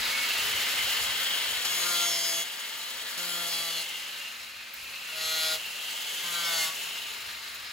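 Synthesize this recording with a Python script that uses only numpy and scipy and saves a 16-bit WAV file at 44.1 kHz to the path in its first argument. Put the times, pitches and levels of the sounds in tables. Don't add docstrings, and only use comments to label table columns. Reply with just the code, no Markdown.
import sys
import numpy as np
from scipy import signal
from scipy.fft import rfft, irfft, next_fast_len
from scipy.io import wavfile
from scipy.ndimage import uniform_filter1d, map_coordinates

SR = 44100
rng = np.random.default_rng(int(sys.argv[2]) if len(sys.argv) > 2 else 0)


def dump_mix(stems):
    frames = np.atleast_2d(stems).T
    limited = np.clip(frames, -1, 1)
    pcm = np.round(limited * 32767).astype(np.int16)
    wavfile.write(sys.argv[1], SR, pcm)


N = 340452


def from_db(db):
    return 10 ** (np.asarray(db) / 20)


def rms_one(x):
    return x / np.sqrt(np.mean(x ** 2) + 1e-20)


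def in_time(rows, **outside):
    s, *columns = np.transpose(rows)
    return [np.interp(np.arange(N) / SR, s, c, **outside) for c in columns]


def at_hz(points, hz):
    points = np.array(points)
    return np.interp(np.log(hz), np.log(points[:, 0]), points[:, 1])


def drift(rate, size=N):
    r = np.exp(-80 * np.pi * rate / SR)
    slow = signal.lfilter([1], [1, -2 * r, r * r], rng.standard_normal(size // 40 + 2002))
    settled = rms_one(slow[500:])[1500:]
    return np.interp(np.arange(size) / 40, np.arange(len(slow) - 2000), settled)


def coloured(spectrum, white=None):
    white = rng.standard_normal((2, N)) if white is None else white
    length = white.shape[1]
    size = next_fast_len(length)
    hz = np.arange(size // 2 + 1) * SR / size + 1e-3
    below, above = (spectrum[0][0] / 2, -60), (spectrum[-1][0] * 2, -60)
    gain = from_db(at_hz([below] + list(spectrum) + [above], hz))
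    return rms_one(irfft(rfft(white, size) * gain, size)[:, :length])


def resonate(x, hz, width_hz):
    r = np.exp(-np.pi * width_hz / SR)
    peak = np.array([1, 0, -1]) * (1 - r * r) / 2
    return signal.lfilter(peak, [1, -2 * r * np.cos(2 * np.pi * hz / SR), r * r], x)


# (time of peak [s], peak level [dB], time to fall 10 dB [s])
GUST_TABLE = [(.03, -62, .2), (.43, -56, 0.0855), (.56, -51, .09), (.84, -60, 0.11), (1.03, -59.5, 0.29),
              (1.5, -70.5, 0.28), (3.0, -77, 0.1), (3.93, -74.5, 0.06), (4.41, -67, 0.37),
              (4.88, -63.5, .08), (5.22, -66.5, 0.06), (5.55, -70, .2), (6.4, -73, 0.66), (7.16, -65, .5)]
CALM_DB, GUST_RISE_S = -83, 0.065


def wind():
    t = np.arange(N) / SR
    envelope = from_db(CALM_DB)
    for s, db, fall_s in GUST_TABLE:
        envelope = envelope + from_db(db - 10 * np.maximum((s - t) / GUST_RISE_S, (t - s) / fall_s))
    noise = coloured([(34, -8), (45, -1), (70, 2), (110, 0), (150, -7)])
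    return envelope * from_db(3.42 * drift(6.9)) * noise


PUMP_HZ, PUMP_DB, PUMP_START_DB, PUMP_SETTLE_S = 233.34, -68, 12.5, 0.96


def pump():
    t = np.arange(N) / SR
    level_db = PUMP_DB + PUMP_START_DB * np.exp(-t / PUMP_SETTLE_S) + 1.0 * drift(4.3)
    return from_db(level_db) * np.sin(2 * np.pi * PUMP_HZ * t)


# (delay [s], level [dB])
ECHO_TABLE = [(.00066, -15.5), (.0041, -14), (.0073, -14.5)]


def poolside(x):
    now = np.arange(N)
    out = x.copy()
    for delay, db in ECHO_TABLE:
        for channel, row in enumerate(x):
            lag = delay * SR * (1 + 0.041 * drift(1.254))
            out[channel] += from_db(db) * np.interp(now - lag, now, row)
    return out


# (touch [s], full pressure [s], lift [s], then the drag at
# those three moments [turns/s^2], [turns/s^2], [turns/s^2])
CUT_TABLE = [(1.645, 2.045, 2.45, -1.0, 34.42, 29.67), (3.17, 3.423, 3.835, 7.66, 37.66, 41.76),
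             (5.1, 5.463, 5.57, 19.2, 51.22, 25.48), (6.235, 6.51, 6.7, .93, 69.5, 57.41)]
# (released [s], pulled again [s])
TRIGGER_TABLE = [(4.011, 4.731), (6.933, 7.72)]
START_TURNS_PER_S, FREE_TURNS_PER_S = 138.0, 178.44
SPIN_UP_S, COAST_TURNS_PER_S2 = .498, 47.1


def blade_speed():
    step = .002
    t = np.arange(0, N / SR + step, step)
    drag = sum(np.interp(t, [*cut[:3], cut[2] + .02], [*cut[3:], 0], left=0) for cut in CUT_TABLE)
    powered = ~np.any([(t > off) & (t < on) for off, on in TRIGGER_TABLE], axis=0)
    speed = [START_TURNS_PER_S]
    for on, brake in zip(powered[1:], drag):
        pull = (FREE_TURNS_PER_S - speed[-1]) / SPIN_UP_S if on else -COAST_TURNS_PER_S2
        speed.append(speed[-1] + step * (pull - brake))
    shortfall = uniform_filter1d(powered * (FREE_TURNS_PER_S - np.array(speed)), size=25)
    return in_time(np.transpose([t, speed, shortfall]))


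# (frequency [Hz], relative density [dB per Hz])
RUSH_SPECTRUM = [(900, -16.5), (1150, -7), (1400, -6.5), (2100, -3.5), (2400, -5), (3000, -6.5), (3700, -5),
                 (4100, -5), (4700, -11.5), (5050, -8), (5800, -19.5)]
# (frequency [Hz], relative density [dB per Hz])
RUMBLE_SPECTRUM = [(110, -13.5), (250, -10), (450, -4), (650, 3), (790, -1.5), (900, 6), (1050, -10)]
# (frequency [Hz], width [Hz], relative level [dB])
VENT_TABLE = [(2100, 130, -9), (4030, 170, -12), (4470, 60, -18), (5070, 120, -16)]
RUMBLE_DB, RUMBLE_FOLLOWS = -4.5, 0.27


def air_rush(motor_db, airy_db):
    rush = from_db(motor_db + airy_db + 6.0 + 1.0 * drift(30.0)) * coloured(RUSH_SPECTRUM)
    vents = np.zeros((2, N))
    for hz, width, db in VENT_TABLE:
        mode = rms_one(resonate(rng.standard_normal((2, N)), hz, width))
        vents += from_db(db + 3.0 * drift(8.0)) * mode
    rumble = from_db(motor_db + RUMBLE_DB + RUMBLE_FOLLOWS * airy_db) * coloured(RUMBLE_SPECTRUM)
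    return rush + from_db(motor_db + airy_db + 5.0) * vents + rumble


# (frequency [Hz], relative density [dB per Hz])
HISS_SPECTRUM = [(3500, 2), (5000, -3), (5800, -2.5), (6900, 1), (7600, -3.5), (8400, 1.5), (9200, -0.5),
                 (11000, -4), (12800, -2), (15500, -5.5)]


def brush_hiss(motor_db):
    return from_db(motor_db + 7.5 + 1.1 * drift(30.0)) * coloured(HISS_SPECTRUM)


# (frequency [Hz], width in the rattle [Hz], relative level [dB])
GEAR_TABLE = [(12750, 200, -4), (13650, 200, -4), (14550, 260, 0)]


def gear_rattle():
    happens = rng.random((3, N)) < 70.0 / SR
    hits = happens * from_db(2.2 * np.minimum(rng.exponential(1, (3, N)), 4))
    modes = zip(hits, GEAR_TABLE)
    return rms_one(sum(from_db(db) * resonate(row + 1e-18, hz, width) for row, (hz, width, db) in modes))


# (time [s], relative level [dB])
TICK_TABLE = [(0.051, -34), (0.29, -35), (0.425, -36), (0.451, -34), (0.488, -34), (.52, -36), (0.55, -34),
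              (.575, -36), (0.611, -34), (.63, -36), (0.691, -35), (.92, -36), (.97, -35), (0.992, -36),
              (1.21, -36), (1.24, -35), (1.293, -34), (1.355, -36), (2.774, -36), (4.737, -35),
              (4.837, -41), (5.661, -38), (6.493, -33), (7.546, -38.5)]


def gear_ticks():
    out, t = np.zeros(N + SR), np.arange(SR // 10) / SR
    for s, db in TICK_TABLE:
        tick = np.zeros(len(t))
        for hz, _, mode_db in GEAR_TABLE:
            ring = resonate(rng.standard_normal(len(t)), hz, 350)
            tick += from_db(mode_db) * rng.uniform(.4, 1) * ring
        out[round(s * SR):][:len(t)] += from_db(db - 60 * t / 0.06) * rms_one(tick)
    return out[:N]


# (multiple of rotor speed, relative level [dB])
ROTOR_TABLE = [(1, -18), (30.5, -12)]


def rotor_tones(rotor, motor_db, airy_db):
    return sum(from_db(motor_db + db + .2 * airy_db + 3.0 * drift(4.0)) * np.sin(k * rotor)
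               for k, db in ROTOR_TABLE)


WHISTLE_DB, WHISTLE_DB_PER_TURN_S = -11, .18


def housing_whistle(motor_db, pull):
    level_db = motor_db + WHISTLE_DB + WHISTLE_DB_PER_TURN_S * pull + 3.85 * drift(5.0)
    return from_db(level_db) * rms_one(resonate(rng.standard_normal((2, N)), 2205, 28.8))


# (start [s], end [s], frequency [Hz], level [dB])
BRIEF_WHISTLE_TABLE = [(.012, .062, 3930, -34), (.04, .065, 2150, -36), (.085, .29, 2208, -34.5),
                       (.33, .43, 2200, -38), (.52, .56, 2200, -38)]


def brief_whistles():
    out = np.zeros(N)
    for start, end, hz, db in BRIEF_WHISTLE_TABLE:
        a, b = round(start * SR), round(end * SR)
        level = from_db(db + 2.0 * drift(15.0, size=b - a)) * signal.windows.tukey(b - a, .4)
        cycles = hz * np.arange(b - a) / SR + .1 * drift(15.0, size=b - a)
        out[a:b] += level * np.sin(2 * np.pi * cycles)
    return out


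# (frequency [Hz], width [Hz], relative level [dB])
HOUSING_TABLE = [(2500, 140, -2), (2680, 130, 0), (2820, 130, 0), (3020, 130, -1), (3240, 140, -1),
                 (3420, 130, -4)]
FAN_ORDER = 6.85


def fan_howl(rotor):
    low_pass = signal.butter(1, 220, fs=SR, output="sos")
    band = signal.sosfilt(low_pass, rng.standard_normal((2, 2, N)))
    source = band[0] * np.cos(FAN_ORDER * rotor) + band[1] * np.sin(FAN_ORDER * rotor)
    howl = from_db(-3.0) * resonate(source, 3072, 1510)
    for hz, width, db in HOUSING_TABLE:
        howl += from_db(db + 2.8 * drift(6.0)) * resonate(source, hz, width)
    return rms_one(howl)


# (time [s], relative level [dB], air rush over it [dB], fan howl over it [dB])
MOTOR_LEVELS = [(0, -42.5, 6, 2), (.25, -40.5, 3, 6.5), (.9, -40, 2, 7.5), (1.6, -42, 2, 8),
                (2.45, -46.5, 0.5, 7.5), (2.55, -48, 1, 8), (3.1, -47, 2.5, 5.5), (3.9, -47.5, 1, 9.5),
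                (4.15, -50, 2.5, 9), (4.55, -56, 5.5, 9), (4.75, -55, 4.5, 9.5), (4.9, -52.5, 3.5, 10.5),
                (5.62, -48.5, 0.5, 9), (6.15, -44.5, -1, 9), (6.8, -46, -.5, 9.5), (7.2, -50, 3.5, 6),
                (7.72, -54, 7.0, 0)]
GEAR_RATIO = 2.58
KERF_MUFFLES_DB = -2
BITE_S, LIFT_S = 0.0102, 0.035


def motor(turns, pull):
    motor_db, airy_db, howl_db = in_time(MOTOR_LEVELS)
    for touch, full, lift, *_ in CUT_TABLE:
        muffling = [(touch, 0), (full, KERF_MUFFLES_DB), (lift, KERF_MUFFLES_DB), (lift + LIFT_S, 0)]
        howl_db = howl_db + in_time(muffling)[0]
    rotor = 2 * np.pi * GEAR_RATIO * turns
    howl = fan_howl(rotor)
    howl[0] += from_db(-31.0 + 3.0 * drift(1.0)) * np.sin(2 * np.pi * turns)
    out = from_db(motor_db + howl_db - 1.0 + 0.6 * drift(7.3)) * howl
    out += air_rush(motor_db, airy_db) + brush_hiss(motor_db) + housing_whistle(motor_db, pull)
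    out[0] += from_db(motor_db - 9.5 + 1.8 * drift(2.6)) * gear_rattle()
    out[0] += rotor_tones(rotor, motor_db, airy_db)
    return out


# (time [s], relative level [dB], time to decay 60 dB [s])
KNOCK_TABLE = [(1.646, -16.5, 0.133), (3.174, -29, 0.084), (5.018, -41, 0.062), (6.238, -31, .08)]


def contact_knocks():
    out, t = np.zeros(N + SR), np.arange(SR // 10) / SR
    for s, db, t60 in KNOCK_TABLE:
        burst = resonate(rng.standard_normal(len(t)), 2500, 5000)
        out[round(s * SR):][:len(t)] += from_db(db - 60 * t / t60) * (1 - np.exp(-t / .004)) * burst
    return out[:N]


# (frequency [Hz], width [Hz], then the relative level
# in cuts 1 to 4 [dB], [dB], [dB], [dB])
BLADE_TABLE = [(2788, 60, -13.5, -3.5, -2.5, -6.5), (3246, 99.5, 1.5, 1, 0.5, 0.5),
               (3428, 46, -0.5, 1, 3.5, 2.5), (3974, 241, -4.5, 0, 4, 3),
               (4151.5, 184, -9.5, 1, 2.5, -11.5), (4279, 49, -13, -4.5, -5, 4),
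               (4533, 110, -5, -2, -1.5, -1), (4851, 76, -6.5, -10, 0.5, -12),
               (5066, 43, -0.5, 0.5, -3.5, -7), (5220, 252, -7.5, -3, -2.5, -0.5),
               (5329, 78, -2.5, -15, 0.5, -9.5), (6505, 106, 4.5, -0.5, -2, -1),
               (6864, 28, -14.5, -16, -5.5, -16.5), (7895, 95, -16, -6, -7, -10),
               (8185, 49, -11, -6.5, -26, -6.5), (10340, 320, -4.5, -5, -5, -14),
               (11340, 50, -22.5, -18, -11, -26), (13600, 200, -16, -14.5, -16, -9)]


def blade(x, cut):
    out = from_db(-21) * x
    for k, mode in enumerate(BLADE_TABLE):
        out = out + from_db(mode[2 + cut]) * resonate(x, *mode[:2]) * (-1) ** k
    return rms_one(out)


# (start [s], end [s], multiple of blade speed, relative level at start [dB], at end [dB])
SQUEAL_TABLE = [(1.67, 1.75, 19, -38.0, -39.5), (1.68, 1.78, 37, -41.0, -39.5),
                (1.72, 1.82, 59, -47.0, -47.0), (1.74, 1.84, 78, -48.5, -50.5),
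                (1.74, 1.89, 61, -50.0, -47.0), (1.78, 1.85, 29, -42.0, -42.5),
                (1.78, 1.95, 65, -44.0, -48.0), (1.78, 1.96, 40, -40.0, -41.0),
                (1.79, 1.91, 37, -38.5, -36.0), (1.8, 1.9, 68, -50.0, -50.5), (1.8, 1.97, 48, -39.5, -44.0),
                (1.8, 2.06, 23, -36.0, -36.0), (1.82, 1.91, 27, -43.0, -42.5),
                (1.82, 1.93, 31, -43.0, -44.5), (1.83, 2.03, 7, -41.5, -43.5),
                (1.84, 2.06, 8, -36.5, -36.5), (1.85, 1.94, 49, -45.5, -46.0),
                (1.85, 2.1, 12, -42.0, -41.5), (1.87, 1.92, 18, -38.0, -36.5),
                (1.87, 2.02, 52, -48.0, -43.5), (1.88, 1.97, 55, -47.5, -47.5),
                (1.88, 2.0, 44, -45.5, -50.5), (1.88, 2.04, 79, -50.0, -48.0),
                (1.9, 1.98, 73, -44.5, -46.0), (1.91, 2.05, 25, -40.5, -42.5),
                (1.92, 2.27, 19, -34.0, -37.0), (1.93, 2.02, 38, -45.0, -39.5),
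                (1.93, 2.03, 77, -48.0, -48.0), (1.93, 2.08, 78, -46.5, -46.0),
                (1.94, 2.06, 26, -39.5, -41.0), (1.96, 2.06, 31, -42.5, -43.5),
                (1.96, 2.09, 18, -35.5, -35.5), (1.96, 2.11, 30, -44.0, -42.5),
                (1.96, 2.12, 20, -34.0, -35.5), (1.97, 2.08, 54, -45.0, -44.0),
                (1.97, 2.09, 51, -41.0, -43.5), (1.98, 2.07, 47, -46.0, -47.5),
                (1.98, 2.18, 49, -42.0, -44.5), (1.99, 2.08, 21, -40.5, -41.5),
                (2.0, 2.15, 69, -50.0, -54.0), (2.03, 2.12, 38, -32.5, -32.0),
                (2.03, 2.18, 32, -37.0, -36.5), (2.06, 2.2, 25, -44.0, -44.0),
                (2.06, 2.33, 61, -46.5, -44.0), (2.09, 2.24, 27, -43.0, -40.0),
                (2.09, 2.35, 41, -44.0, -47.0), (2.1, 2.28, 28, -45.5, -42.0),
                (2.1, 2.31, 18, -39.5, -43.0), (2.1, 2.33, 29, -41.5, -44.5), (2.12, 2.3, 13, -42.5, -45.0),
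                (2.12, 2.32, 24, -42.5, -45.5), (2.12, 2.33, 30, -35.5, -33.5),
                (2.13, 2.21, 20, -39.0, -42.5), (2.13, 2.29, 52, -47.0, -44.5),
                (2.15, 2.22, 55, -45.0, -45.0), (2.16, 2.3, 56, -50.0, -52.5),
                (2.17, 2.33, 39, -45.5, -41.5), (2.18, 2.39, 38, -37.5, -37.5),
                (2.19, 2.38, 51, -46.5, -46.0), (2.21, 2.45, 70, -50.0, -49.0),
                (2.22, 2.4, 57, -49.5, -50.5), (2.23, 2.32, 80, -39.5, -37.0),
                (2.23, 2.36, 31, -35.5, -39.5), (2.27, 2.38, 64, -42.5, -43.5),
                (2.27, 2.44, 42, -48.0, -47.5), (2.28, 2.43, 26, -44.5, -47.5),
                (2.28, 2.44, 27, -45.5, -45.0), (2.32, 2.44, 20, -36.5, -33.0),
                (2.34, 2.4, 30, -38.5, -45.0), (2.34, 2.43, 39, -36.5, -34.0),
                (2.37, 2.44, 62, -47.0, -45.5), (2.38, 2.45, 13, -45.0, -45.0),
                (3.18, 3.36, 42, -51.0, -48.5), (3.19, 3.24, 16, -41.0, -41.0),
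                (3.25, 3.32, 23, -41.0, -42.5), (3.27, 3.49, 8, -42.5, -46.0),
                (3.28, 3.34, 62, -42.0, -43.0), (3.28, 3.36, 18, -42.0, -42.0),
                (3.3, 3.39, 79, -49.0, -52.0), (3.32, 3.48, 19, -38.5, -40.0),
                (3.36, 3.43, 78, -49.0, -47.5), (3.37, 3.44, 66, -47.0, -47.0),
                (3.38, 3.48, 49, -47.5, -45.5), (3.46, 3.56, 31, -44.5, -44.5),
                (3.5, 3.57, 30, -39.5, -41.0), (3.5, 3.62, 19, -38.0, -42.5),
                (3.51, 3.58, 27, -37.0, -36.5), (3.51, 3.62, 25, -46.5, -44.0),
                (3.51, 3.62, 54, -49.0, -46.5), (3.52, 3.66, 20, -35.0, -39.5),
                (3.52, 3.69, 24, -40.5, -38.5), (3.54, 3.62, 50, -45.0, -45.0),
                (3.58, 3.73, 39, -49.0, -49.5), (3.59, 3.82, 27, -41.5, -39.0),
                (3.61, 3.72, 81, -52.0, -50.5), (3.65, 3.77, 18, -41.5, -39.0),
                (3.66, 3.83, 38, -49.0, -49.0), (3.67, 3.8, 20, -40.0, -39.5),
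                (3.72, 3.83, 25, -39.5, -37.5), (3.73, 3.78, 21, -38.0, -38.0),
                (3.73, 3.78, 81, -45.0, -46.0), (3.76, 3.83, 17, -42.0, -42.0),
                (5.15, 5.29, 9, -46.0, -42.5), (5.17, 5.33, 42, -50.0, -45.0),
                (5.17, 5.41, 33, -46.0, -44.0), (5.18, 5.32, 30, -47.5, -45.5),
                (5.18, 5.56, 12, -43.0, -45.0), (5.19, 5.38, 45, -52.5, -50.5),
                (5.19, 5.54, 26, -38.0, -36.0), (5.2, 5.31, 67, -51.5, -49.0), (5.2, 5.54, 8, -45.0, -45.0),
                (5.21, 5.44, 22, -42.5, -40.5), (5.21, 5.55, 34, -45.0, -44.0),
                (5.22, 5.33, 49, -46.0, -46.5), (5.22, 5.35, 24, -43.5, -44.0),
                (5.22, 5.38, 37, -51.0, -49.0), (5.22, 5.39, 40, -46.5, -42.5),
                (5.22, 5.49, 27, -38.5, -38.5), (5.23, 5.33, 39, -48.0, -45.5),
                (5.23, 5.37, 58, -51.0, -50.0), (5.23, 5.45, 20, -42.0, -43.0),
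                (5.23, 5.55, 25, -38.0, -33.5), (5.24, 5.4, 43, -52.0, -49.5),
                (5.24, 5.44, 44, -47.0, -47.5), (5.26, 5.39, 17, -44.0, -44.5),
                (5.26, 5.49, 21, -38.5, -34.5), (5.27, 5.42, 50, -51.5, -48.5),
                (5.27, 5.48, 15, -43.5, -41.5), (5.28, 5.4, 28, -45.5, -42.5),
                (5.28, 5.45, 13, -46.0, -46.0), (5.29, 5.43, 78, -50.5, -47.5),
                (5.3, 5.4, 74, -50.5, -48.5), (5.3, 5.41, 80, -47.0, -47.0), (5.3, 5.55, 9, -39.5, -36.0),
                (5.31, 5.44, 73, -50.5, -47.0), (5.31, 5.53, 18, -44.0, -43.5),
                (5.32, 5.43, 66, -48.0, -47.0), (5.34, 5.5, 71, -49.0, -45.5),
                (5.35, 5.54, 14, -44.5, -45.5), (5.37, 5.48, 69, -46.5, -43.5),
                (5.38, 5.48, 65, -45.5, -50.5), (5.38, 5.56, 23, -42.0, -40.0),
                (5.39, 5.53, 29, -45.5, -46.0), (5.39, 5.55, 30, -41.5, -38.0),
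                (5.4, 5.55, 41, -42.5, -46.0), (5.41, 5.52, 67, -47.5, -43.5),
                (5.42, 5.54, 33, -40.0, -41.0), (5.43, 5.57, 51, -48.5, -52.0),
                (5.44, 5.52, 32, -38.5, -37.5), (5.45, 5.56, 28, -44.0, -40.0),
                (5.46, 5.55, 45, -45.0, -44.0), (6.23, 6.35, 26, -46.0, -44.5),
                (6.24, 6.3, 23, -45.0, -47.0), (6.24, 6.33, 9, -44.0, -43.0), (6.24, 6.57, 7, -45.0, -45.0),
                (6.3, 6.37, 49, -45.0, -45.5), (6.32, 6.45, 23, -39.0, -38.5),
                (6.32, 6.49, 39, -47.5, -47.0), (6.33, 6.59, 8, -41.5, -42.0), (6.34, 6.6, 9, -39.5, -38.0),
                (6.37, 6.47, 19, -41.0, -39.0), (6.38, 6.46, 18, -39.5, -36.5),
                (6.38, 6.6, 20, -39.5, -40.5), (6.39, 6.51, 27, -42.0, -41.5),
                (6.41, 6.51, 67, -50.0, -49.5), (6.41, 6.66, 51, -48.0, -48.0),
                (6.43, 6.55, 38, -47.0, -47.5), (6.44, 6.5, 49, -43.5, -45.0),
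                (6.44, 6.54, 13, -36.0, -36.0), (6.45, 6.5, 31, -34.5, -34.5),
                (6.46, 6.61, 73, -50.0, -51.0), (6.46, 6.67, 21, -39.5, -41.0),
                (6.47, 6.61, 22, -40.0, -41.0), (6.48, 6.68, 43, -45.0, -49.5),
                (6.49, 6.58, 26, -40.0, -41.0), (6.49, 6.69, 42, -48.5, -47.0),
                (6.5, 6.56, 62, -47.0, -44.0), (6.5, 6.57, 17, -39.5, -39.5), (6.5, 6.67, 46, -47.0, -44.0),
                (6.51, 6.66, 11, -40.0, -43.5), (6.51, 6.68, 49, -43.0, -40.0),
                (6.52, 6.65, 27, -33.5, -36.0), (6.52, 6.67, 76, -47.0, -52.0),
                (6.52, 6.68, 18, -38.5, -40.5), (6.52, 6.68, 28, -38.5, -40.5),
                (6.53, 6.64, 63, -48.0, -52.0), (6.53, 6.65, 39, -39.0, -39.5),
                (6.55, 6.63, 32, -42.0, -42.0), (6.55, 6.65, 44, -43.5, -42.0),
                (6.55, 6.68, 33, -44.5, -43.5), (6.56, 6.66, 55, -44.5, -47.5),
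                (6.56, 6.67, 58, -44.0, -48.5), (6.57, 6.68, 34, -43.0, -44.5),
                (6.58, 6.64, 66, -43.5, -43.5), (6.59, 6.65, 13, -35.5, -32.5),
                (6.59, 6.69, 24, -44.0, -40.5), (6.6, 6.66, 40, -42.5, -43.5), (6.6, 6.73, 7, -45.0, -41.0)]
SQUEAL_EDGE_S, SQUEAL_SPREAD_DB = .04, -4


def squeals(turns):
    out, phases = np.zeros((2, N)), rng.random((100, 2, 1))
    for start, end, multiple, start_db, end_db in SQUEAL_TABLE:
        a, b, k = round((start - .02) * SR), round((end + 0.02) * SR), round(multiple)
        size = b - a
        level = from_db(np.linspace(start_db, end_db, size) + .8 + 1.5 * drift(22.0, size=size))
        n = np.arange(size)
        edges = np.clip(np.minimum(n, n[::-1]) / (SQUEAL_EDGE_S * SR), 0, 1)
        cycles = k * turns[a:b] + phases[k] + .055 * drift(9.0, size=size)
        out[:, a:b] += level * edges * np.sin(2 * np.pi * cycles)
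    return from_db([[0], [SQUEAL_SPREAD_DB]]) * out


def between_squeals(multiple, a, b):
    t, free = np.arange(a, b) / SR, np.ones(b - a)
    for start, end, k, *_ in SQUEAL_TABLE:
        if round(k) == round(multiple) and t[0] < start < t[-1]:
            free *= np.clip(np.maximum(start - t, t - end) / .03 + .5, 0, 1)
    return free


def rim_orders(rows, turns, a, b, waver_db, rate):
    gains = [from_db(db + waver_db * drift(rate, size=b - a)) for _, db in rows]
    out = np.zeros(b - a)
    for gain, (k, _) in zip(gains, rows):
        tone = np.sin(2 * np.pi * (k * turns[a:b] + rng.random()))
        out += gain * between_squeals(k, a, b) * tone
    return out / np.sqrt(np.sum(np.mean(np.square(gains), axis=1)) / 2)


# (multiple of blade speed, relative level [dB])
RIM_PATTERNS = [
    [(1, -14.5), (2, -11), (3, -10), (4, 0), (5, -13.5), (6, -1), (7, 0.5), (8, -3.5), (9, -4), (10, -13),
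     (11, -16.5), (12, 3), (13, 0), (14, -13.5), (15, -21.5)],
    [(1, -6), (2, -8), (3, -4.5), (4, 0.5), (5, -5), (6, -1.5), (7, 6), (8, 6.5), (9, -8.5), (10, -18),
     (11, -8.5), (12, 6), (13, 2.5), (14, -16), (15, -13)],
    [(1, -23.5), (2, -22), (3, -13.5), (4, 2), (5, -4.5), (6, -19.5), (7, -6), (8, 3), (9, 5), (10, -1.5),
     (11, -14.5), (12, 5), (13, -2), (14, -3), (15, 1)],
    [(1, -18), (2, -20.5), (3, -18.5), (4, -7), (5, -10), (6, -4), (7, 0), (8, -4), (9, 2.5), (10, -16.5),
     (11, -4), (12, -6.5), (13, 1.5), (14, -18.5), (15, -20)],
]
# (frequency [Hz], relative density [dB per Hz])
GRIT_SPECTRUM = [(150, -18), (600, -4.5), (1500, 0.5), (3500, 6.5), (6000, 0.5), (8500, 0.5), (11000, 2),
                 (15500, 0)]
# (time [s], blade ring [dB], grit [dB], thump [dB], drone [dB], buzz [dB])
CUT_LEVEL_TABLE = [
    [(1.645, -38, -44, -63.5, -60, -43.5), (1.8, -35, -40.5, -58, -55.5, -41),
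     (1.9, -31.5, -38.5, -56.5, -52.5, -37), (2.07, -31, -40.5, -58.5, -49.5, -42),
     (2.16, -32.5, -43, -60, -48, -42.5), (2.43, -32.5, -43.5, -60.5, -47, -49)],
    [(3.17, -40, -42, -58, -63.5, -42.5), (3.42, -38.5, -42.5, -57, -51, -42),
     (3.53, -32.5, -42.5, -60, -50, -48.5), (3.69, -38.5, -43, -61, -51, -43.5),
     (3.83, -34, -46.5, -61, -53.5, -50)],
    [(5.07, -48, -56, -73, -66, -48), (5.17, -38, -51, -69, -52, -42), (5.24, -33.5, -45, -62, -51, -39),
     (5.45, -31, -40, -61.5, -44, -37), (5.57, -31.5, -42, -59.5, -44, -41)],
    [(6.23, -38.5, -46, -63.5, -63.5, -40), (6.4, -37, -43, -62.5, -55.5, -37.5),
     (6.54, -32.5, -39, -63, -45, -36), (6.64, -31.5, -39, -65, -47, -39),
     (6.705, -33.5, -45, -65.5, -50.5, -40)],
]


def cutting(turns):
    out = np.zeros((2, N))
    for number, (cut, pattern) in enumerate(zip(CUT_LEVEL_TABLE, RIM_PATTERNS)):
        touch, lift = cut[0][0], cut[-1][0]
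        a, b = round(touch * SR), round((lift + .05) * SR)
        ring_db, grit_db, thump_db, drone_db, buzz_db = (c[a:b] for c in in_time(cut))
        thump = rim_orders(pattern[:3], turns, a, b, waver_db=0.31, rate=5.5)
        drone = rim_orders(pattern[3:5], turns, a, b, waver_db=1.5, rate=3.94)
        buzz = rim_orders(pattern[5:], turns, a, b, waver_db=2.35, rate=6.0)
        rasp = rim_orders([(k, 0) for k in range(16, 80)], turns, a, b, waver_db=3.0, rate=8.0)
        high_spot = np.exp(0.167 * np.cos(2 * np.pi * turns[a:b]))
        grains = rng.standard_normal((2, b - a)) * high_spot * from_db(1.69 * drift(46.0, size=b - a))
        out[:, a:b] = from_db(grit_db + 3.4) * coloured(GRIT_SPECTRUM, grains)
        out[:, a:b] += from_db(ring_db - 9.5) * blade(grains, number)
        out[0, a:b] += from_db(thump_db + 6.5) * thump + from_db(drone_db + 1.5) * drone
        out[0, a:b] += from_db(buzz_db - 2.5) * buzz
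        out[0, a:b] += from_db(grit_db + 1.5) * coloured(GRIT_SPECTRUM, rasp[None])[0]
        out[0, a:b] += from_db(ring_db - 4.0) * blade(rasp, number)
        t = np.arange(a, b) / SR
        out[:, a:b] *= np.clip(np.minimum((t - touch) / BITE_S, (lift - t) / LIFT_S + .5), 0, 1)
    return out


# (time [s], left minus right level [dB], right lag [samples])
PLACE_TABLE = [(0, .5, 0.23), (1.2, 1.5, 2.49), (1.7, 2.5, 2.96), (2.2, 1.5, 2.01), (3.3, 2.5, 2.88),
               (4.2, 1.07, 0.6), (7.72, 1.54, 0.6)]
# (frequency [Hz], correlation [0 to 1])
LIKENESS_TABLE = [(60, .87), (300, .72), (450, .72), (700, .57), (970, .68), (1400, .46), (2000, .6),
                  (2750, .8), (3900, .72), (5000, .5), (5900, .55), (6500, .72), (15000, .65)]
# (frequency [Hz], left minus right level [dB])
BALANCE_TABLE = [(60, -1), (380, 2.5), (1300, 1.5), (2400, -1.5), (5300, 2), (6800, 3.5)]
# (frequency [Hz], phase [radians])
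PHASE_TABLE = [(60, 0), (170, .25), (400, .4), (700, .7), (1150, .9), (1950, .65), (2750, 0), (3900, .2),
               (5000, .4), (5900, .7), (6500, .3)]
SPLIT_HZ = 6400
TREBLE_ALIKE_HZ, TREBLE_SPACING_HZ = 6950, 4250
TREBLE_WIDTH_DB = -16


def wide_stereo(shared, unshared):
    hz = np.arange(N // 2 + 1) * SR / N + 1e-3
    alike = np.clip(at_hz(LIKENESS_TABLE, hz), 0, 1)
    low = np.clip((SPLIT_HZ - hz) / 600 + .5, 0, 1)
    mid, side = rfft(shared), rfft(unshared)
    sign = np.array([[1], [-1]])
    bass = np.sqrt((1 + alike) / 2) * mid + sign * np.sqrt((1 - alike) / 2) * side
    bass = bass * from_db(sign * at_hz(BALANCE_TABLE, hz) / 2)
    bass = bass * np.exp(-1j * sign * at_hz(PHASE_TABLE, hz) / 2)
    angle = np.pi * (hz - TREBLE_ALIKE_HZ) / TREBLE_SPACING_HZ
    partly_alike = np.sqrt(alike) * mid + np.sqrt(1 - alike) * side
    treble = np.cos(angle) * mid - sign * 1j * np.sin(angle) * partly_alike
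    treble = treble + from_db(TREBLE_WIDTH_DB) * side * (sign * np.cos(angle) + np.sin(angle))
    pan_db, lag = in_time(PLACE_TABLE)
    bass = irfft(bass * low, N) * from_db(sign * pan_db / 2)
    bass[1] = map_coordinates(bass[1], [np.arange(N) - lag], order=3, mode="nearest")
    return bass + irfft(treble * (1 - low), N)


def scene():
    speed, pull = blade_speed()
    turns = np.cumsum(speed) / SR
    sound = wind() + from_db(-1.0) * poolside(motor(turns, pull)) + cutting(turns) + squeals(turns)
    shared = sound[0] + pump() + brief_whistles() + gear_ticks() + contact_knocks()
    return wide_stereo(shared, sound[1])


CUTOFF_HZ = 15800


def record(dry):
    dry = signal.sosfilt(signal.butter(2, 31, "high", fs=SR, output="sos"), dry)
    return signal.sosfilt(signal.ellip(14, .5, 75, CUTOFF_HZ, fs=SR, output="sos"), dry)


dry = scene()
out = record(dry)
dump_mix(out)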